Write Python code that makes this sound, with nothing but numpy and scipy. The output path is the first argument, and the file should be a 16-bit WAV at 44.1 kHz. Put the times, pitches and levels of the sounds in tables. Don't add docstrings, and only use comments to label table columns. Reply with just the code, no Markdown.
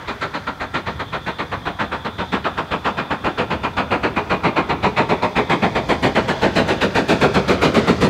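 import sys
import numpy as np
from scipy import signal
from scipy.fft import rfft, irfft
from scipy.io import wavfile
from scipy.ndimage import uniform_filter1d, map_coordinates

SR = 44100
rng = np.random.default_rng(int(sys.argv[2]) if len(sys.argv) > 2 else 0)


def to_wav(s):
    ch = np.atleast_2d(s).T
    pcm = np.round(np.clip(ch, -1, 1) * 32767)
    wavfile.write(sys.argv[1], SR, pcm.astype(np.int16))


def rack_gain(trim_db):
    fader = np.asarray(trim_db, float)
    return 10 ** (fader / 20)


N = 356769
T = np.arange(N) / SR
HZ = np.arange(N // 2 + 1) * SR / N + 1e-3
CENTRES = 32 * 2 ** np.arange(0, 9.1, 1 / 3)
START_M, SPEED_M_S = 99.3, 9.07


def level(x, db):
    return x * rack_gain(db) / np.sqrt(np.mean(x ** 2))


def on_log(hz, table, column=1):
    rows = np.array(table, float)
    return np.interp(np.log(hz), np.log(rows[:, 0]), rows[:, column])


def noise(gain):
    return irfft(rfft(rng.standard_normal(N)) * gain, N)


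def walk(rate):
    hold = int(SR / 64 / rate) + 1
    steps = np.repeat(rng.standard_normal(6000), hold)[:N // 64 + 2]
    slow = uniform_filter1d(uniform_filter1d(steps, hold), hold)
    return np.interp(np.arange(N) / 64, np.arange(len(slow)), slow / slow.std())


def bands(table):
    whole = rfft(rng.standard_normal(N)) * rack_gain(on_log(HZ, table))
    for hz in CENTRES:
        away = np.clip(3 * np.log2(HZ / hz), -1, 1)
        yield hz, irfft(whole * np.cos(away * np.pi / 2) ** 2, N)


def resonance(hz, width):
    return 1 / (1 + (2 * (HZ - hz) / width) ** 2)


def distance(t):
    return START_M - SPEED_M_S * t


def nearer_db(t):
    return 20 * np.log10(START_M / distance(t))


# (t/s, level/dB)
HIDING = [(0.0, 2.5), (0.6, -0.5), (1.7, -4), (3.0, -5.5), (4.4, -9), (5.2, -6.5), (6.2, -1), (7.2, 0),
          (8.09, 0)]


def cover_db(t):
    return np.interp(t, *np.transpose(HIDING))


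def grass(x):
    heights_m2, share = 5.84, 0.29
    soft = signal.sosfilt(signal.butter(1, [350, 9000], "band", fs=SR, output="sos"), x)
    lag_s = 2 * heights_m2 / distance(T) / 343
    return x - share * map_coordinates(soft, [np.arange(N) - lag_s * SR], order=3)


def still_air():
    return level(noise(1 / np.sqrt(1 + (HZ / 20000) ** 2)), -59.5)


# (f/Hz, level/dB per Hz)
WHEEL_COLOUR = [(18, -34), (40, -12), (70, 0), (110, -3), (200, -9), (320, -17), (600, -35), (1200, -80)]


def wheel_rumble():
    rumble_db = -39.5 + 1.08 * nearer_db(T)
    return level(noise(rack_gain(on_log(HZ, WHEEL_COLOUR))), -0.33) * rack_gain(rumble_db + 2.3 * walk(8.2))


# (f/Hz, level/dB per Hz)
MOTION_COLOUR = [(150, -37), (250, 0), (467, -1), (927, -3.5), (1380, -3.5), (2680, -10.5), (3520, -11),
                 (4200, -26), (5460, -61), (9240, -120)]


def rods_and_coaches(shake):
    motion_db = -32 + 1.35 * nearer_db(T) + 4.3 * cover_db(T)
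    roar = 0
    for _, band in bands(MOTION_COLOUR):
        roar = roar + band * rack_gain(1.8 * shake + 1.5 * walk(14))
    return grass(level(roar, -13.0) * rack_gain(motion_db))


# (f/Hz, width/Hz, level/dB)
LEAK_PITCHES = [(3545, 170, 0), (3330, 340, -2), (3960, 220, -10), (775, 90, -5)]
# (t/s, level/dB)
LEAK_OPENING = [
    (0.0, -55),
    (0.5, -44.5),
    (1.7, -38),
    (2.5, -38),
    (3.0, -40.5),
    (4.3, -44),
    (5.5, -38),
    (7.1, -37.5),
    (8.09, -46.5),
]


def singing_leaks():
    leaks = 0
    for hz, width, db in LEAK_PITCHES:
        leaks = leaks + level(noise(resonance(hz, width)), db) * rack_gain(1.6 * walk(26) + 2.0 * walk(6.5))
    return leaks * rack_gain(np.interp(T, *np.transpose(LEAK_OPENING)) - 9.5)


# (f/Hz, level/dB per Hz)
HISS_COLOUR = [(2500, -30), (3800, -2), (4900, 0), (5400, -6), (6000, -5), (7000, -12), (11000, -28),
               (16000, -44)]


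def valve_hiss(shake):
    hiss_db = -55.5 + 1.19 * nearer_db(T) + 0.56 * cover_db(T)
    return level(noise(rack_gain(on_log(HZ, HISS_COLOUR))), 0.86) * rack_gain(hiss_db + 0.63 * shake + 1.3 * walk(25))


def train():
    shake = walk(7.4)
    return wheel_rumble() + rods_and_coaches(shake) + singing_leaks() + valve_hiss(shake)


# (t/s, roar level/dB of beat 1, beat 2, beat 3, beat 4)
WHEEL_TURNS = [(0.073, -21.5, -21, -22, -21.5), (0.598, -22, -20, -21, -21), (1.122, -21.5, -21, -20, -21),
               (1.651, -21, -19, -21, -20.5), (2.179, -20.5, -18.5, -18.5, -18.5),
               (2.707, -18, -17.5, -18.5, -17.5), (3.237, -17, -18, -18, -17.5),
               (3.766, -16, -16.5, -17, -16.5), (4.296, -16.5, -16, -17, -16.5),
               (4.826, -15.5, -15, -16, -16.5), (5.355, -15.5, -15, -16, -17),
               (5.885, -16, -15.5, -16, -16), (6.415, -16.5, -15.5, -16.5, -14.5),
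               (6.945, -16, -15.5, -15.5, -15.5), (7.476, -16.5, -15.5, -15.5, -16.5),
               (8.008, -17, -14, -23, -17)]
# (lag t/s, bass level/dB, hiss level/dB, thump against roar level/dB, length/ms)
PISTON_STROKES = [
    (0, -0.7, -4.1, 1, 28),
    (0.137, 0, -3, -12, 29),
    (0.262, -0.2, -5, -13, 25.6),
    (0.393, -1.5, -5, -6.5, 22),
]


def beats():
    strokes = np.transpose(PISTON_STROKES)
    lag, bass_db, hiss_db, thump_db, ms = (np.tile(column, len(WHEEL_TURNS)) for column in strokes)
    turns = np.array(WHEEL_TURNS)
    s = np.repeat(turns[:, 0], len(PISTON_STROKES)) + lag
    near = nearer_db(s)
    bass_db = bass_db + 0.8867 * near
    hiss_db = hiss_db + 0.51 * near + 0.7 * cover_db(s)
    rows = np.array([s, turns[:, 1:].ravel(), bass_db, hiss_db, thump_db, ms + 0.75 * near])
    return rows[:, s < N / SR]


# (f/Hz, level/dB per Hz)
JET_COLOUR = [(18, -52), (30, -113), (62, -17), (178, 3), (271, 0.5), (412, 0), (835, -3.5), (928, -3),
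              (1930, -8.5), (2440, -12.5), (4020, -21), (5510, -34), (7350, -37.5), (15700, -65)]
# (f/Hz, lag/ms, time to the top/ms, sharpness)
JET_SWELL = [(60, -7, 20, 0.57), (193, -3, 38.3, 1.16), (590, -1, 33.8, 1.2), (1950, -1, 25.1, 0.74),
             (4870, 5, 16.7, 0.24), (12000, -2, 17.7, 0.24)]


def exhaust():
    stagger_ms, patch_spread_db = 1.5, 0.8
    s, roar_db, bass_db, hiss_db, _, ms = beats()
    bass_db, hiss_db = bass_db - bass_db.mean(), hiss_db - hiss_db.mean()
    coarse = T[::32]
    age = (coarse - s[:, None]) * 1000 * 33 / ms[:, None]
    draws = rng.standard_normal((2, len(s), len(CENTRES)))
    patch, late = uniform_filter1d(draws, size=3, axis=2) * np.sqrt(3)
    air_db = 0.1112 * (distance(s) - distance(s).mean())
    out = 0
    for k, (hz, band) in enumerate(bands(JET_COLOUR)):
        lag, top, sharp = (on_log(hz, JET_SWELL, column=c) for c in (1, 2, 3))
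        u = np.clip(age - lag - stagger_ms * late[:, k:k + 1], 0, 400) / top
        push = (u * np.exp((1 - u ** 2) / 2)) ** sharp
        bass_share = np.interp(np.log2(hz), np.log2([300, 1200, 6000]), [1, 0, 0])
        hiss_share = np.interp(np.log2(hz), np.log2([2000, 6000, 14000]), [0, 1, 1.3])
        db = roar_db + bass_share * bass_db + hiss_share * hiss_db
        db = db + patch_spread_db * patch[:, k] - air_db * (hz / 10000) ** 2
        swell = uniform_filter1d(rack_gain(db) @ push, size=7)
        out = out + band * np.interp(T, coarse, swell) * rack_gain(-0.5 * walk(40))
    return level(out, -20.0)


# (f/Hz, width/Hz, level/dB)
CHIMNEY_PITCHES = [(219, 26, 0.5), (403, 26, 2), (922, 35, 3), (1367, 30, 3.5), (2452, 220, 5),
                   (4260, 780, 3)]


def chimney(x):
    db = sum(peak_db * resonance(hz, width) for hz, width, peak_db in CHIMNEY_PITCHES)
    return irfft(rfft(x) * rack_gain(db), N)


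def thumps():
    lag_ms, width_ms, length = 11, 3.2, 2048
    out = np.zeros(N + length)
    u = (np.arange(length) / SR * 1000 - lag_ms) / width_ms
    pulse = -u * np.exp(-u ** 2 / 2)
    for s, roar_db, _, _, thump_db, _ in beats().T:
        start = int(s * SR)
        out[start:start + length] += rack_gain(roar_db + thump_db - 2) * pulse
    return out[:N]


# (level/dB, time to fall 60 dB t/s, build-up t/s, top f/Hz)
BANK_ECHOES = [
    (-16, 0.18, 0.013, 3900),
    (-19.5, 0.69, 0.2, 2800),
]


def banks(x):
    hop = 8192
    t, out = T[:SR], np.zeros(N + SR + 3 * hop)
    padded = np.pad(x, (hop, 2 * hop))
    fade = np.sin(np.pi * np.arange(2 * hop) / (2 * hop))
    for start in range(0, N + hop, hop):
        tails = 0
        for db, t60, build, top_hz in BANK_ECHOES:
            tail = rng.standard_normal(SR) * rack_gain(-60 * t / t60) * (1 - np.exp(-(t / build) ** 2))
            tail = signal.sosfilt(signal.butter(1, top_hz, fs=SR, output="sos"), tail)
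            tails = tails + rack_gain(db) * tail / np.sqrt(np.sum(tail ** 2))
        echo = signal.fftconvolve(padded[start:start + 2 * hop] * fade, tails)
        out[start:start + len(echo)] += echo
    return out[hop:hop + N]


def scene():
    running = train() + still_air()
    puffs = grass(chimney(exhaust()) + thumps())
    return (running + puffs + banks(puffs))[None]


def low_pass(x):
    return signal.sosfilt(signal.butter(12, 15850, fs=SR, output="sos"), x)


def record(dry):
    x = signal.sosfilt(signal.butter(3, 54, "high", fs=SR, output="sos"), dry)
    x = np.tanh(0.75 * x) / 0.75
    x = signal.sosfilt(signal.ellip(12, 0.2, 70, 15750, fs=SR, output="sos"), x)
    return low_pass(x)


dry = scene()
out = record(dry)
to_wav(out)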